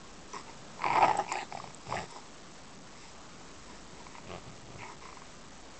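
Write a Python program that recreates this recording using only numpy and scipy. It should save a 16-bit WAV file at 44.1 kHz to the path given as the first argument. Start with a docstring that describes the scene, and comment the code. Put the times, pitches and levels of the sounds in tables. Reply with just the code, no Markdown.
"""Open ploughed ground, where two dogs wrestle some way off. One snarls, huffs and rattles in its throat:
irregular fold pulses, breath and single slaps ring moving resonances. The other growls deep, with slow
pulses that are strong and weak in turn; teeth or a tag tick now and then as short bright modes.
The soil returns an early echo, and hum and breeze lie behind. A small camera samples it coarsely,
so the quiet field air flips between two converter steps."""
import sys
import numpy as np
from scipy import signal
from scipy.fft import rfft, irfft
from scipy.io import wavfile
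from scipy.ndimage import uniform_filter1d

SR = 44100
rng = np.random.default_rng(int(sys.argv[2]) if len(sys.argv) > 2 else 0)


def rack_gain(trim_db):
    """Turn a fader trim in dB into the linear factor to multiply a signal by."""
    fader = np.asarray(trim_db, float)
    return 10 ** (fader / 20)


def generate_wav(sig):
    """Save sig (samples, or channels by samples) to the path in sys.argv[1] as 16-bit PCM at SR."""
    pcm = np.round(np.clip(np.atleast_2d(sig).T, -1, 1) * 32767).astype(np.int16)
    wavfile.write(sys.argv[1], SR, pcm)


N = 255339


def evened(x):
    """Normalisation: scales a signal to rms 1."""
    return x / np.sqrt(np.mean(x ** 2) + 1e-20)


def add(mix, s, sound):
    """Superposition: adds a sound to the mix from time s."""
    part = mix[round(s * SR):][:len(sound)]
    part += sound[:len(part)]


def resonate(x, hz, width_hz):
    """Moving resonance by heterodyning: shifts the curve hz down to zero, smooths, and shifts back."""
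    turn = np.exp(2j * np.pi * np.cumsum(hz * np.ones(len(x))) / SR)
    r = np.exp(-np.pi * width_hz / SR)
    return 2 * (turn * signal.lfilter([1 - r], [1, -r], x / turn)).real


def pulses(hz, jitter, spread_db, alternate_db):
    """Fold vibration: one closing per cycle, uneven in time and size; returns clicks and a decaying gate."""
    wobble = evened(uniform_filter1d(rng.standard_normal(len(hz)), 300))
    turns = np.cumsum(hz * np.exp(jitter * wobble)) / SR
    cycle = turns.astype(int)
    random_db = spread_db * rng.standard_normal(len(hz))[cycle]
    size = rack_gain(random_db + alternate_db * (cycle % 2))
    clicks = -size * np.diff(cycle, prepend=0)
    gate = size * np.exp(-(turns % 1) / .3)
    return clicks, gate


def long_snarls(dogs):
    """Time-varying source and filter: effort and jaw follow a curve while the rasp slides with the lips."""
    # Effort and throat shape, one curve a snarl:
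    # t/s, effort/dB, first resonance f/Hz, second resonance f/Hz, lift of second and third/dB
    curves = [
        [(0.78, -51, 1020, 2270, 0), (0.846, -29, 987, 2195, -2), (0.922, -29.5, 939, 2114, 0),
         (0.956, -21, 944, 2040, -1), (0.998, -22, 920, 2150, -7.5), (1.036, -13, 845, 2570, -0.5),
         (1.064, -25.5, 830, 1996, -1), (1.13, -31, 850, 1805, 2), (1.168, -34.5, 843, 1770, -4.5),
         (1.192, -28.5, 822, 1800, -6.5), (1.27, -50, 846, 2000, 6)],
        [(1.275, -54, 927, 2340, 3), (1.315, -35.5, 940, 2290, -1), (1.369, -33, 808, 1716, -3.5),
         (1.399, -41.5, 800, 1870, 4), (1.427, -39, 840, 1800, -3), (1.46, -63, 856, 1880, -2)],
        [(1.85, -57.5, 776, 2200, -12), (1.918, -33, 887, 2280, -10), (1.954, -34, 753, 1960, -10.5),
         (1.97, -42, 750, 1760, 11), (2.0, -41, 777, 1784, 0), (2.07, -54.5, 884, 1940, -4)],
        [(4.78, -56, 940, 2160, 3), (4.835, -46.5, 937, 2000, 1), (4.875, -46.5, 977, 2080, -6.5),
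         (4.925, -44.5, 1060, 2000, -12), (4.95, -62, 1030, 2000, -10)],
    ]
    # Balance of each snarl: second/dB re first, third/dB re first, rasp/dB re first (all at usual effort),
    # rasp f/Hz at the start, rasp f/Hz at the end
    colours = [(-11, -19.5, -15.5, 4450, 5900), (-4.5, -11, -6.5, 5300, 3800), (-5, -17.5, -7, 5300, 5200),
               (-3.5, -13.5, -16, 5000, 5600)]
    # Fold drive of each snarl: pulse rate f/Hz before jitter, breath share [0-1]
    folds = [(220, .23), (220, .7), (170, .45), (180, .6)]
    for curve, colour, (rate_hz, breath) in zip(curves, colours, folds):
        s, *columns = np.transpose(curve)
        t = np.arange(s[0], s[-1], 1 / SR)
        effort_db, first_hz, second_hz, lift_db = [np.interp(t, s, column) for column in columns]
        second_db, third_db, rasp_db, start_hz, end_hz = colour
        rasp_hz = np.linspace(start_hz, end_hz, len(t))
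        voice = snarl(effort_db, first_hz, second_hz, rasp_hz,
                      second_db + lift_db, third_db + lift_db, rasp_db, rate_hz, breath)
        add(dogs, s[0], voice)


def huffs(dogs):
    """Short breath bursts: one rise and fall of effort with the jaws held still."""
    # Huffs: start t/s, rise t/s, fall t/s, top effort/dB, first resonance f/Hz,
    # second/dB re first, rasp/dB re first (both at usual effort)
    huff_rows = [(0.325, 0.016, 0.078, -35.5, 1039, -13, -9), (0.46, .035, 0.027, -48, 920, -10, -14),
                 (1.499, .025, 0.19, -48, 777, -11.5, -5), (2.08, .085, .05, -44, 909, -18, -7),
                 (2.95, .1, 0.06, -56.5, 890, -6.5, -5.5), (3.66, .05, .1, -54, 997, -9.5, -11),
                 (3.919, .09, 0.055, -51.5, 958, -14, -15), (4.09, 0.074, 0.028, -53, 1012, -6.5, -15),
                 (4.999, .04, 0.15, -48, 1060, -9, -10.5)]
    # Fold drive of all huffs: pulse rate f/Hz before jitter, breath share [0-1]
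    huff_folds = (130, .75)
    second_hz, rasp_hz = 2000, 5290
    third_re_second_db = -8.5
    start_db, end_db = -13, -13.5  # re top effort
    for s, rise, fall, db, first_hz, second_db, rasp_db in huff_rows:
        t = np.arange(0, rise + fall, 1 / SR)
        effort_db = db + np.interp(t, [0, rise, rise + fall], [start_db, 0, end_db])
        third_db = second_db + third_re_second_db
        voice = snarl(effort_db, first_hz, second_hz, rasp_hz, second_db, third_db, rasp_db, *huff_folds)
        add(dogs, s, voice)


def snarl(effort_db, first_hz, second_hz, rasp_hz, second_db, third_db, rasp_db, rate_hz, breath):
    """Source and filter: irregular fold pulses and puffs of breath ring a throat that moves with the jaws."""
    push_db = effort_db + 43  # re the usual effort of -43 dB
    second_lag, chest_lag, rasp_lag = .22, .3, .4  # dB that each falls behind the first per dB of push
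    chest_db = -12.5  # re first, at usual effort
    clicks, gate = pulses(rate_hz + 0 * effort_db, jitter=.45, spread_db=2.8, alternate_db=0)
    puffs = (.36 + gate) * rng.standard_normal(len(gate))
    drive = (1 - breath) * evened(clicks) + breath * evened(puffs)

    first = lowest(drive, first_hz, 130)
    second = resonate(resonate(resonate(drive, second_hz, 450), second_hz, 950), second_hz, 1300)
    third = resonate(resonate(drive, 2688, 450), 2688, 900)
    chest = resonate(resonate(drive, 390, 110), 390, 250)
    rasp = bright(drive + 1.5 * evened(puffs), rasp_hz)

    # second and third have opposite polarity and share one lag
    middle = rack_gain(third_db) * evened(third) - rack_gain(second_db) * evened(second)
    voice = evened(first) + rack_gain(-second_lag * push_db) * middle
    voice += rack_gain(chest_db - chest_lag * push_db) * evened(chest)
    voice += rack_gain(rasp_db - rasp_lag * push_db) * evened(rasp)
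    return rack_gain(effort_db) * voice * signal.windows.tukey(len(voice), .08)


def lowest(drive, hz, width_hz):
    """Coupled cavities: the first resonance with its nasal neighbour."""
    # Nasal side resonance: f/Hz, width of its narrower stage/Hz, gain/dB
    nose = (1220, 140, -7)
    nose_hz, nose_width_hz, nose_db = nose
    nasal = resonate(resonate(drive, nose_hz, nose_width_hz), nose_hz, 500)
    return resonate(resonate(drive, hz, width_hz), hz, 600) + rack_gain(nose_db) * nasal


def bright(drive, rasp_hz):
    """Front-cavity resonance: a moving rasp, two fixed modes and a thin flat hiss past the teeth."""
    # Fixed bright resonances: f/Hz, width of the narrower stage/Hz, gain/dB re moving rasp
    upper_modes = [(3800, 500, -4), (7600, 1000, -3)]
    rasp = resonate(resonate(drive, rasp_hz, 870), rasp_hz, 1800)
    fixed = sum(rack_gain(db) * resonate(resonate(drive, f, w), f, 2 * w) for f, w, db in upper_modes)
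    flat = signal.sosfilt(signal.butter(2, 3000, "high", fs=SR, output="sos"), drive)
    return rasp + fixed + .16 * flat


def rattle_slaps():
    """Lists the impulses: single slaps, then six of a slow distant rattle that slows and fades."""
    # Slaps of the throat that stand out: t/s, peak of first resonance/dB, first resonance f/Hz,
    # upper resonances/dB re first
    rattle = [(0.335, -41, 1100, -1.5), (0.794, -31, 996, -17), (0.807, -32, 1010, -20),
              (0.819, -23.5, 1066, -6.5), (0.841, -14.5, 1064, -11.5), (0.855, -19, 930, -24),
              (0.863, -17.5, 920, -7), (0.868, -22, 854, -15), (0.883, -25, 896, -1),
              (0.903, -17, 888, -10.5), (0.93, -20.5, 975, -6.5), (0.969, -17.5, 900, -8.5),
              (1.009, -21, 720, -13), (1.026, -16, 858, -5), (1.038, -13.5, 850, -33),
              (1.111, -17, 890, -18), (1.153, -22.5, 766, -24), (1.265, -31.5, 880, -12.5),
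              (1.281, -32.5, 880, -5), (1.318, -18, 1045, -10.5), (1.355, -26, 760, -1.5),
              (1.524, -26, 803, -11), (1.55, -27.5, 780, -31), (1.573, -30.5, 704, -6.5),
              (1.6, -27.5, 1120, -35), (1.641, -31, 863, -15), (1.675, -36.5, 970, -9),
              (1.706, -35.5, 955, -11), (1.896, -30.5, 790, -11), (1.924, -20, 1056, -21),
              (1.939, -25, 670, -20), (2.161, -30.5, 920, -35), (4.067, -33.5, 1010, -8.5),
              (4.152, -33.5, 1070, -10), (4.183, -33, 1004, -10), (4.832, -30.5, 990, -13.5)]
    puff_ms, far_puff_ms = 2.8, 4.2
    near = [(*row, puff_ms) for row in rattle]
    # the square term makes each gap longer
    far = [(5.024 + .0275 * k + .0023 * k * k, -33.5 - .3 * k, 1060, -17, far_puff_ms) for k in range(6)]
    return near + far


def slap(db, hz, upper_db, ms):
    """Impulse response: a click and a puff with decay constant ms ring the throat resonances."""
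    t = np.arange(1800) / SR
    puff = .09 * rng.standard_normal(len(t)) * np.exp(-1000 * t / ms)
    drive = puff - (t == 0)
    first = lowest(drive, hz, 190)
    second = resonate(resonate(resonate(drive, 2280, 510), 2280, 900), 2280, 1200)
    rasp = resonate(resonate(drive, 4700, 890), 4700, 1700)
    first, second, rasp = [x / abs(x).max() for x in (first, second, rasp)]
    return rack_gain(db) * (first - rack_gain(upper_db) * (second + .33 * rasp))


def pinch(dogs, slaps):
    """Flow obstruction: the throat pinches shut for a few ms around each slap, so the voice dips."""
    t = np.arange(N) / SR
    shut = sum(np.exp(-np.maximum(s - t, 0) / .009 - np.maximum(t - s, 0) / .0039) for s, *_ in slaps)
    dogs *= 1 - .53 * np.minimum(shut, 1)


def growls(dogs):
    """Subharmonic voice: places each deep growl with its own unevenness of cycle length."""
    # Deep growls: start t/s, length t/s, mid-growl chest level/dB, mid-growl pitch f/Hz before jitter,
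    # open-mouth level/dB re chest at mid-growl
    growl_rows = [(0.801, .45, -47, 86.94, 6.5), (1.5, 0.26, -56.5, 115.1, 2), (1.86, 0.2, -45, 90.2, 4.5),
                  (4.262, 0.14, -48, 92.64, 6.5), (4.409, .17, -54, 119.3, -0.5),
                  (4.62, .24, -52.5, 102.6, -1)]
    # Relative spread of the cycle length, one value a growl [rms, log units]
    unevenness = [.5, .5, .25, .09, .25, .22]
    for (s, *row), jitter in zip(growl_rows, unevenness):
        add(dogs, s, growl(*row, jitter))


def growl(length, db, middle_hz, open_db, jitter):
    """Relaxation: pressure builds through each cycle and drops sharply; pulses alternate strong and weak."""
    # Mouth resonances of the deep dog: f/Hz, width of the narrower stage/Hz, relative gain/dB
    muzzle = [(380.6, 130, 2), (670, 280, 3), (1141, 170, 7.5), (1960, 200, -3), (2380, 330, -9.5)]
    u = np.linspace(0, 1, round(length * SR))
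    ends = (2 * u - 1) ** 2
    effort_db = db - 9 * ends
    mouth_db = open_db - 6.5 * ends  # the mouth is shut further at both ends
    hz = middle_hz * (1 + .05 * (.5 - u))  # the pitch sags
    clicks, gate = pulses(hz, jitter, spread_db=2, alternate_db=4)
    breath = evened((.2 + gate) * rng.standard_normal(len(hz)))
    drive = evened(clicks) + .6 * breath

    # filtered backwards in time, so each click ends a gradual build
    build = -signal.lfilter([1], [1, -.985], drive[::-1])[::-1]
    chest = signal.sosfiltfilt(signal.butter(2, [80, 420], "band", fs=SR, output="sos"), build)
    chest += .85 * resonate(chest, 155, 70)  # the ribcage booms
    mouth = sum(rack_gain(gain_db) * resonate(resonate(drive, f, w), f, 2300) for f, w, gain_db in muzzle)
    voice = evened(chest) + rack_gain(mouth_db) * evened(mouth)
    return rack_gain(effort_db) * voice * signal.windows.tukey(len(hz), .1)


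def ticks(dogs):
    """Hard impacts: places the knocks of teeth or a tag."""
    # Ticks: t/s, level before rise and decay/dB, f/Hz, time to decay by 60 dB/ms
    tick_rows = [(0.333, -25.5, 5930, 8.4), (0.3572, -24, 5730, 5.1), (1.171, -24, 7870, 18),
                 (1.317, -26, 4500, 8.9), (1.3232, -5, 7220, 3.26), (1.7459, -22.5, 7720, 6.6),
                 (2.1086, -28, 7950, 7.8)]
    for s, *row in tick_rows:
        add(dogs, s, tick(*row))


def tick(db, hz, ms):
    """Modal decay: a bright mode and a crack of noise die away within ms."""
    t = np.arange(1300) / SR
    crack = .5 * np.diff(rng.standard_normal(len(t) + 1))
    rise = np.minimum(t / .0014, 1)
    return rack_gain(db - 60000 * t / ms) * (np.sin(2 * np.pi * hz * t) + crack) * rise


def side_pocket(dogs):
    """Side-branch absorption: a pocket of the throat swallows a narrow band."""
    return dogs - .8 * resonate(dogs, 1450, 220)


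def ground_echo(dogs):
    """Comb interference: the bounce off the soil comes a third of a ms late and thins a broad band."""
    hz = np.fft.rfftfreq(N, 1 / SR)
    bounce = .63 * np.exp(-1j * np.pi * hz / 1450 - (hz / 2600) ** 2)  # clods scatter the treble
    return irfft(rfft(dogs) * (1 + bounce) / 1.063, N)


def read(points, hz):
    """Logarithmic frequency scale: reads a spectrum by interpolation."""
    f, value = np.transpose(points)
    return np.interp(np.log(hz + 1), np.log(f + 1), value)


def air():
    """Shaped noise: distant hum in drifting patches, and a breeze that rumbles on the microphone."""
    # Spectrum of the hum: f/Hz, relative density/dB
    spectrum = [(70, -13.5), (120, -5), (180, 1), (260, -1.5), (500, -6.5), (1200, -8), (1700, -15.5),
                (3000, -21.5), (8000, -21.5)]
    # Slow drift of the background: t/s, hum level/dB, breeze level/dB
    drift = [(0, -54, -61.5), (.8, -49.5, -66.5), (2.2, -53.5, -68.5), (2.9, -55, -66), (3.4, -52, -65),
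             (3.7, -51.5, -59.5), (4.2, -52.5, -62.5), (5.0, -54, -59.5), (5.79, -53, -65.5)]
    frames, hz = N // 256 + 5, np.fft.rfftfreq(1024, 1 / SR)
    real, imaginary, patches = rng.standard_normal((frames, 513, 3)).T
    patches = evened(uniform_filter1d(uniform_filter1d(patches, 10, 0), 12, 1))
    z = (real + 1j * imaginary) * rack_gain(read(spectrum, hz)[:, None] + 1.5 * patches)
    hum = evened(signal.istft(z, nperseg=1024, noverlap=768)[1][:N])
    rumble_band = signal.butter(2, [22, 70], "band", fs=SR, output="sos")
    breeze = evened(signal.sosfilt(rumble_band, rng.standard_normal(N)))
    s, hum_db, breeze_db = np.transpose(drift)
    t = np.arange(N) / SR
    return rack_gain(np.interp(t, s, hum_db)) * hum + rack_gain(np.interp(t, s, breeze_db)) * breeze


def scene():
    """Superposition of both dogs, their echo off the soil, and the air."""
    dogs = np.zeros(N)
    long_snarls(dogs)
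    huffs(dogs)
    slaps = rattle_slaps()
    pinch(dogs, slaps)
    growls(dogs)
    for s, *row in slaps:
        add(dogs, s, slap(*row))
    ticks(dogs)
    return (ground_echo(side_pocket(dogs)) + air())[None]


def scan_whine():
    """Amplitude-modulation sidebands: lines at picture-rate offsets around the camera's scan tone."""
    # Whine lines: offset from the scan tone [picture rates], level/dB rms
    whine_lines = [(-1.5, -83), (-.5, -74.5), (.5, -73.5), (1.5, -84)]
    t = np.arange(N) / SR
    scan_hz, picture_hz = 15734.26 / 2, 30000 / 1001  # half the line rate, picture rate
    whine = np.zeros(N)
    for k, db in whine_lines:
        phase = (scan_hz + k * picture_hz) * t + rng.random()
        whine += np.sqrt(2) * rack_gain(db) * np.sin(2 * np.pi * phase)
    return whine


def camera_converter(sound):
    """Quantisation: 16 kHz samples are cut down to whole steps, and a soft filter resamples them."""
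    camera_sr, step = 16000, 1 / 128 / np.sqrt(2)  # Hz, amplitude
    steep = signal.firwin(128 * 441 + 1, 7980, fs=camera_sr * 441)
    sampled = signal.resample_poly(sound, 160, 441, axis=1, window=steep)
    steps = step * np.floor(sampled / step + .07)
    soft = signal.firwin(32 * 441 + 1, 8020, window=("kaiser", 8.5), fs=camera_sr * 441)
    return signal.resample_poly(steps, 441, 160, axis=1, window=soft)[:, :N]


def low_pass(x):
    """Removes everything above the highest recorded frequency."""
    return signal.sosfilt(signal.butter(12, 9050, fs=SR, output="sos"), x)


def record(dry):
    """Additive leakage, then quantisation: the scan whine joins the sound ahead of the converter."""
    mix = camera_converter(dry + scan_whine())
    return low_pass(mix)


dry = scene()
out = record(dry)
generate_wav(out)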